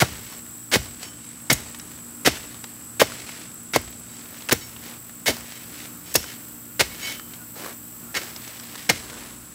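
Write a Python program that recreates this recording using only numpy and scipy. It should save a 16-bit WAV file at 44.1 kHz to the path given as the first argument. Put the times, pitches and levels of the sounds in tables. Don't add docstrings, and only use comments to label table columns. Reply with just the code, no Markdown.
import sys
import numpy as np
from scipy import signal
from scipy.fft import rfft, irfft
from scipy.io import wavfile
from scipy.ndimage import uniform_filter1d

SR = 44100
rng = np.random.default_rng(int(sys.argv[2]) if len(sys.argv) > 2 else 0)


def inscribe(sig):
    pcm = np.round(np.clip(np.atleast_2d(sig).T, -1, 1) * 32767)
    wavfile.write(sys.argv[1], SR, pcm.astype(np.int16))


N = 420713
TIME = np.arange(N) / SR


# start_s, way_in_s, way_out_s, level_db, first_stems_db, tilt_db_per_octave, stem_hz, falling_leaves_db
MACHETE_STROKES = [(0.002, 0.013, 0.01, -14.5, -2.5, 0.8, 1480, -36),
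                   (0.715, 0.024, 0.023, -12.5, -11, 0.2, 2170, -41),
                   (1.4993, 0.0026, 0.014, -10, -8, -0.5, 1920, -37.5),
                   (2.249, 0.013, 0.021, -11, -14, 0, 2350, -36.5),
                   (2.996, 0.0049, 0.023, -12.5, -9, 0.3, 2200, -36.5),
                   (3.735, 0.027, 0.0055, -17, -5, -0.3, 2250, -42),
                   (4.511, 0.0087, 0.0089, -14, -2, -0.8, 2200, -50),
                   (5.259, 0.023, 0.024, -15.5, -5, 1.6, 2300, -37.5),
                   (6.145, 0.011, 0.0027, -11.5, -26, 1, 6500, -41.5),
                   (6.7944, 0.015, 0.0079, -12, -2.5, 0.5, 2230, -40.5),
                   (8.142, 0.028, 0.012, -20, -11, -0.5, 1730, -37),
                   (8.892, 0.0072, 0.004, -8.5, -6.5, 0, 1500, -38.5)]
def cuts():
    out, t = np.zeros(N), np.arange(SR // 5) / SR
    exit_db = -6
    for start, way_in, way_out, db, first_db, tilt_db, stem_hz, _ in MACHETE_STROKES:
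        length = way_in + way_out
        load = amp(np.interp(t, [0, way_in, length], [first_db, 0, exit_db]))
        edge = load * contact(t, length, rise=0.000067, fall=0.0076)
        split = amp(-3.5) * contact(np.maximum(t - way_in, 0), 0, rise=0.0001, fall=0.002)
        crunch = amp(-24.5) * contact(t, length, rise=0.015, fall=0.017)
        add(out, start, amp(db - 1.1) * tear(t, edge + split + crunch, tilt_db, stem_hz))
    return out


# frequency_hz, density_db
STEM_SPECTRUM = [(100, -10), (330, 1.5), (650, -2), (1100, -6.5), (1500, 0), (2100, 1), (2900, -1.5),
                 (5500, -2.5), (9000, -9.5), (15500, -15)]
def tear(t, force, tilt_db, stem_hz):
    clicks = fibres(len(t), per_s=10000, spread_db=2.9) * force
    fracture = colour(clicks, STEM_SPECTRUM, tilt_db)
    stalk = resonance(fracture, stem_hz, q=5)
    clank = steel(clicks, favoured_hz=stem_hz, damping_db_per_s=1500)
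    sound = fracture + amp(-6) * stalk + amp(-11) * clank
    return amp(-1) * sound * np.linalg.norm(force) / np.linalg.norm(sound)


# start_s, level_db, knock_hz, decay_s, thump_db
SOIL_IMPACTS = [(0.0198, -3.5, 786, 0.007, -17.5), (.756, -8.5, 360, 0.0097, -20),
                (1.514, -12.5, 276, 0.013, -23), (2.2741, -5.5, 441, 0.0068, -23.5),
                (3.016, 0.5, 591, 0.0061, -30), (3.7603, -3.5, 566, 0.0056, -24.5),
                (4.523, -8.5, 394, 0.0084, -28), (5.282, -17, 620, 0.02, -30),
                (6.153, -15, 519, 0.012, -29), (6.808, -10.5, 774, 0.0076, -25.5),
                (8.167, -48, 400, 0.0091, -52), (8.8984, -11, 648, 0.007, -23)]
def blows():
    out, t = np.zeros(N), np.arange(SR // 2) / SR
    for start, db, hz, decay, thump_db in SOIL_IMPACTS:
        knock_hz = hz * (0.359 + 0.72 * np.exp(-t / 0.01093) + 1.08 * np.exp(-t / 0.0013))
        knock = tone(knock_hz) * contact(t, 0, rise=0.00075, fall=decay)
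        crack = noise(len(t), [(60, -20), (hz, -2), (hz * 3.1, 0), (hz * 8, -20)])
        crack *= contact(t, 0, rise=0.0001, fall=0.0015)
        crumbs = noise(len(t), [(60, -16), (hz * 0.5, -2), (hz, 0), (hz * 5, -26)])
        crumbs *= contact(t, 0, rise=0.00053, fall=decay)
        add(out, start, amp(db) * (amp(-3) * knock + amp(-3.5) * crack + amp(-4.5) * crumbs))
        thump = tone(66 + rng.uniform(95, 167) * np.exp(-t / 0.019))
        soil = noise(len(t), [(35, -56), (55, 13), (85, 8), (170, -4), (400, -21), (2000, -67)])
        ground = (thump + 0.45 * soil) * contact(t, 0, rise=0.002, fall=0.017)
        tail = amp(-17) * soil * contact(t, 0, rise=0.0074, fall=0.099)
        add(out, start, amp(thump_db + 3) * (ground + tail))
    return out


# start_s, length_s, level_db, ring_hz
GRIT_CONTACTS = [(1.527, 0.0063, -10.5, 9100), (4.525, 0.0043, -9, 7040), (6.141, 0.004, -17.5, 9000),
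                 (6.156, 0.0047, -5.5, 6400)]
def grit():
    out, t = np.zeros(N), np.arange(SR // 10) / SR
    for start, length, db, ring_hz in GRIT_CONTACTS:
        force = contact(t, length, rise=0.00028, fall=0.0022)
        add(out, start, amp(db) * tear(t, force, tilt_db=9.5, stem_hz=ring_hz))
    return out


# frequency_hz, level_db, t60_s
BLADE_MODES = [(2222, 0, .14), (3058, -5, .55), (3888, -4, .2), (4681, -4, .18), (5455, -1, .3),
               (6709, -2, .22), (8020, -7, .14), (9450, -11, .12), (11500, -14, .1)]
def steel(force, favoured_hz, damping_db_per_s=0):
    t = np.arange(SR // 2) / SR
    ring = np.zeros(len(t))
    for hz, db, t60 in BLADE_MODES:
        coupling_db = -10 * abs(np.log2(hz / favoured_hz))
        ring += amp(db + coupling_db - 60 * t / t60) * np.sin(2 * np.pi * hz * t)
    return convolve(force, ring * amp(-damping_db_per_s * t))


# start_s, length_s, level_db, favoured_hz
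BLADE_SLIDES = [(.29, .05, -56, 5000), (1.028, .03, -40, 6200), (1.797, .006, -48, 3500),
                (3.018, .004, -32, 5500), (4.09, .07, -54, 3800), (4.61, .03, -41, 3500),
                (5.53, .04, -48, 3100), (6.06, .07, -52, 4600), (6.17, .1, -50, 3100),
                (6.9, .04, -46, 2200), (7.02, .03, -34, 3100), (7.03, .04, -39, 6500),
                (7.03, .1, -37, 2200)]
def slides():
    out, t = np.zeros(N), np.arange(SR * 3 // 5) / SR
    for start, length, db, favoured_hz in BLADE_SLIDES:
        pressure = amp(db) * contact(t, length, rise=0.0028, fall=0.0018)
        rub = pressure * fibres(len(t), per_s=13000, spread_db=-2)
        catch = 0.7 * np.linalg.norm(rub) * (t == 0)
        add(out, start, steel(rub + catch, favoured_hz) + amp(-13) * colour(rub, LEAF_SPECTRUM))
    return out


# frequency_hz, density_db
TWIG_SPECTRUM = [(150, -9), (500, -0.5), (1600, 0), (5000, -3), (9000, -6), (15000, -16.5)]
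# start_s, level_db, ring_hz
TWIG_SNAPS = [(1.03, -22.5, 5560), (1.746, -24, 1680), (1.797, -27.5, 5700), (2.641, -21.5, 926),
              (3.12, -23, 1410), (3.291, -27, 2180), (4.406, -33, 3580), (4.421, -28.5, 3660),
              (4.488, -13.5, 2770), (4.494, -11, 1480), (4.764, -28.5, 2840), (5.095, -32, 1640),
              (5.521, -27.5, 2460), (6.241, -24, 1440), (7.196, -26, 1550), (7.336, -27.5, 1450),
              (8.15, -15, 1910), (8.217, -29, 2040), (8.362, -24, 5540), (8.477, -28, 6140),
              (8.598, -28, 5240)]
def snaps():
    out, t = np.zeros(N), np.arange(SR // 20) / SR
    for start, db, ring_hz in TWIG_SNAPS:
        burst = rng.standard_normal(len(t)) * contact(t, 0, rise=0.0001, fall=0.0036)
        crack = colour(burst, TWIG_SPECTRUM)
        snap = crack + amp(4) * resonance(crack, ring_hz, q=4)
        add(out, start, amp(db + 1) * snap / abs(snap).max())
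    return out


# frequency_hz, density_db
LEAF_SPECTRUM = [(500, -13.5), (1000, -18), (1800, -4), (3000, -5.5), (5500, -8), (9000, -12.5),
                 (15500, -17.5)]
# frequency_hz, density_db
BRUSH_SPECTRUM = [(100, -19.5), (350, -2.5), (700, -6), (1500, -7.5), (3200, -20)]
def foliage():
    leaf_gain, brush_gain = stirring()
    crackle = fibres(N, per_s=6000, spread_db=3.3) * amp(1.7 * drift(60))
    leaves = colour(crackle, LEAF_SPECTRUM) * amp(1.3 * drift(5))
    tick = contact(TIME[:SR // 100], 0, rise=0.0001, fall=0.0023)
    ticking = convolve(abs(fibres(N, per_s=45, spread_db=3)), tick)
    stalks = unit(colour(ticking * rng.standard_normal(N), TWIG_SPECTRUM))
    brush = colour(fibres(N, per_s=2000, spread_db=4), BRUSH_SPECTRUM) * amp(1.1 * drift(22))
    return (amp(-1) * leaves + amp(-7.5) * stalks) * leaf_gain + amp(2) * brush * brush_gain


# start_s, length_s, leaf_db, brush_db
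FOLIAGE_PUSHES = [(0.23, 0.19, -46, -55), (0.978, 0.12, -43, -50), (1.135, 0.34, -51.5, -72),
                  (1.863, 0.16, -48.5, -71), (2.602, 0.17, -51, -56), (3.07, 0.47, -42.5, -51),
                  (3.95, 1, -48, -55), (4.774, 0.23, -43, -47.5), (5.48, 0.27, -48, -62),
                  (5.668, 0.26, -44, -53), (6.03, 0.15, -46, -53), (6.218, 0.16, -43, -55),
                  (6.956, 0.24, -35, -50), (7.28, 0.14, -49, -61), (7.537, 0.22, -41.5, -39),
                  (8.32, 0.52, -45.5, -52.5), (8.61, 0.41, -45, -52.5), (8.962, 0.43, -43.5, -46.5)]
def stirring():
    leaf_power = np.full(N, amp(-58) ** 2)
    brush_power = np.full(N, amp(-65.5) ** 2)
    t = np.arange(SR) / SR
    for start, way_in, way_out, *_, fall_db in MACHETE_STROKES:
        severed = start + way_in + way_out
        add(leaf_power, severed, (amp(fall_db) * contact(t, 0, rise=0.004, fall=0.18)) ** 2)
        add(brush_power, severed, (amp(fall_db - 4.5) * contact(t, 0, rise=0.004, fall=0.14)) ** 2)
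    for start, length, leaf_db, brush_db in FOLIAGE_PUSHES:
        swell = np.sin(np.pi * np.minimum(t / length, 1))
        add(leaf_power, start, (amp(leaf_db) * swell) ** 2)
        add(brush_power, start, (amp(brush_db) * swell) ** 2)
    return np.sqrt(leaf_power), np.sqrt(brush_power)


# pitch_hz, wing_strokes_per_s, level_db
CRICKET_VOICES = [(7810, 49.5, 8.5), (8010, 82, 5), (7610, 82, 4), (7800, 63, -5.5), (8380, 67, -0.5),
                  (9860, 61, -2)]
def crickets():
    song = np.zeros(N)
    for hz, strokes_per_s, db in CRICKET_VOICES:
        stroke_phase = np.cumsum(strokes_per_s * (1 + 0.044 * drift(7.1))) / SR % 1
        pitch_hz = hz * (1 + 0.14 * (0.5 - stroke_phase) + 0.016 * drift(200))
        pulse = amp(2 * drift(30)) * np.sin(np.pi * stroke_phase) ** 2
        song += amp(db) * pulse * tone(pitch_hz)
    level_db = np.where(TIME < 4.2, -43.5, -46)
    return amp(level_db) * unit(song + amp(-3.5) * field_echo(song))


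# start_s, length_s, level_db, wing_hz
KATYDID_BUZZES = [(0.0, 0.89, -48, 14000), (1.872, 1.1, -49.5, 13500), (4.201, 4.65, -46.5, 14600),
                  (6.276, 2.2, -47.5, 13800), (8.95, 0.67, -52, 10000)]
# start_s, end_s
KATYDID_TICK_RUNS = [(1.42, 1.85), (3.54, 4.0)]
def katydids():
    chorus = rasp()
    out = amp(-51) * chorus
    for start, length, db, wing_hz in KATYDID_BUZZES:
        add(out, start, amp(db) * rasp(wing_hz) * contact(TIME, length, rise=0.027, fall=0.12))
    ticks_per_s = 11
    tick = amp(-39) * contact(TIME[:SR // 20], 0.0052, rise=0.001, fall=0.003)
    for start, end in KATYDID_TICK_RUNS:
        for onset in np.arange(start, end, 1 / ticks_per_s):
            add(out, onset, tick * chorus[round(onset * SR):][:len(tick)])
    return out


# frequency_hz, density_db
RASP_SPECTRUM = [(6000, -38), (8500, -15), (9700, -4.5), (11000, -15), (12400, -9), (13400, -1.5),
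                 (14700, -5), (15800, -6)]
def rasp(wing_hz=None, beat_hz=47.4):
    beat = np.cos(2 * np.pi * np.cumsum(beat_hz + 0.2 * drift(1)) / SR)
    scrape = noise(N, RASP_SPECTRUM)
    if wing_hz:
        scrape += amp(3.5) * resonance(scrape, wing_hz, q=11)
    direct = unit(scrape * (1 + 0.7 * beat))
    reflections = rng.standard_normal((4, SR // 100))
    combed = sum(amp(4 * drift(3)) * signal.oaconvolve(direct, taps)[:N] for taps in reflections)
    steady = combed / np.sqrt(uniform_filter1d(combed ** 2, size=SR // 4))
    return unit(steady + amp(-4) * direct)


# start_s, length_s, pitch_hz, level_db
BIRD_NOTES = [(6.665, .08, 1430, -52), (7.39, 0.061, 1454, -46), (8.056, .08, 1386, -51),
              (8.696, 0.082, 1350, -51.5)]
def bird():
    out = np.zeros(N)
    for start, length, hz, db in BIRD_NOTES:
        t = np.arange(round(length * SR)) / SR
        add(out, start, amp(db) * np.hanning(len(t)) * np.sin(2 * np.pi * hz * t))
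    return out + amp(-6) * field_echo(out)


# frequency_hz, density_db
AIR_SPECTRUM = [(20, -39), (45, -8.5), (70, -0.5), (120, -1), (200, 1), (310, 0.5), (430, -9), (800, -13),
                (1350, -8), (1900, -16), (4000, -20), (7000, -16), (11000, -14), (15500, -18)]
def hush():
    return amp(-46 + 1.24 * drift(3.2)) * noise(N, AIR_SPECTRUM)


# frequency_hz, level_db
MACHINE_PARTIALS = [(117.5, -55.5), (174, -60), (236.2, -51.5), (295, -57)]
# time_s, level_db
HUM_ENVELOPE = [(8.9, -80), (9.0, -55), (9.54, -54)]
def machine():
    drone = np.zeros(N)
    for hz, db in MACHINE_PARTIALS:
        waver = amp(2.05 * drift(4.9))
        drone += amp(db) * unit(waver * tone(hz + 1.625 * drift(4.46)))
    hum_db = np.interp(TIME, *np.transpose(HUM_ENVELOPE))
    return drone + amp(hum_db) * np.sin(2 * np.pi * 53.3 * TIME)


# frequency_hz, t60_s
FIELD_DECAY = [(80, 0.96), (300, 0.38), (1000, 0.22), (2500, 0.3), (6000, 0.45), (15000, 0.25)]
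def field_echo(x):
    hz, t, bands = signal.stft(rng.standard_normal(SR), SR, nperseg=256)
    decay = amp(-60 * t / read(FIELD_DECAY, hz)[:, None])
    build_up = 1 - np.exp(-t / 0.01)
    tail = signal.istft(bands * decay * build_up, SR, nperseg=256)[1]
    return convolve(x, tail)


def fibres(n, per_s, spread_db):
    size = amp(spread_db * np.minimum(rng.exponential(1, n), 4))
    return unit(size * rng.choice([-1, 1], n) * (rng.random(n) < per_s / SR))


def contact(t, length, rise, fall):
    return (1 - np.exp(-t / rise)) * np.exp(-np.maximum(t - length, 0) / fall)


def drift(rate_hz):
    n = N // 64 + 2
    hz = np.fft.rfftfreq(n, 64 / SR)
    slow = unit(irfft(rfft(rng.standard_normal(n)) / (1 + (hz / rate_hz) ** 4)))
    return np.interp(TIME, np.linspace(0, TIME[-1], len(slow)), slow)


def colour(x, spectrum, tilt_db=0):
    hz = abs(np.fft.fftfreq(4096, 1 / SR))
    octaves = np.log2(np.maximum(hz / 1000, 1))
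    log_gain = np.log(amp(read(spectrum, hz) + tilt_db * octaves))
    taps = np.fft.ifft(np.exp(np.conj(signal.hilbert(log_gain)))).real
    return convolve(x, taps[:len(hz) // 2])


def noise(n, spectrum):
    return colour(rng.standard_normal(n), spectrum)


def tone(hz):
    return np.sin(2 * np.pi * np.cumsum(hz) / SR)


def resonance(x, hz, q):
    return signal.lfilter(*signal.iirpeak(hz, q, fs=SR), x)


def convolve(x, response):
    return signal.oaconvolve(x, response / np.linalg.norm(response))[:len(x)]


def read(points, hz):
    frequencies, values = np.transpose(points)
    return np.interp(np.log(hz + 1), np.log(frequencies), values)


def amp(db):
    return 10 ** (np.asarray(db) / 20)


def unit(x):
    return x / np.sqrt(np.mean(x ** 2) + 1e-20)


def add(mix, start_s, sound):
    part = mix[max(round(start_s * SR), 0):][:len(sound)]
    part += sound[:len(part)]


def scene():
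    cutting, ground = cuts() + grit(), blows()
    echo = field_echo(amp(-17) * cutting + amp(-32.5) * ground)
    work = cutting + ground + echo + slides() + snaps() + foliage()
    return (work + crickets() + katydids() + bird() + hush() + machine())[None]


def record(dry):
    thinned = signal.sosfilt(signal.butter(2, 45, "high", fs=SR, output="sos"), dry)
    lowpass = signal.firwin(601, cutoff=15800, window=("kaiser", 7), fs=SR)
    return signal.oaconvolve(np.clip(thinned, -1, 1), lowpass[None], "same")


dry = scene()
out = record(dry)
inscribe(out)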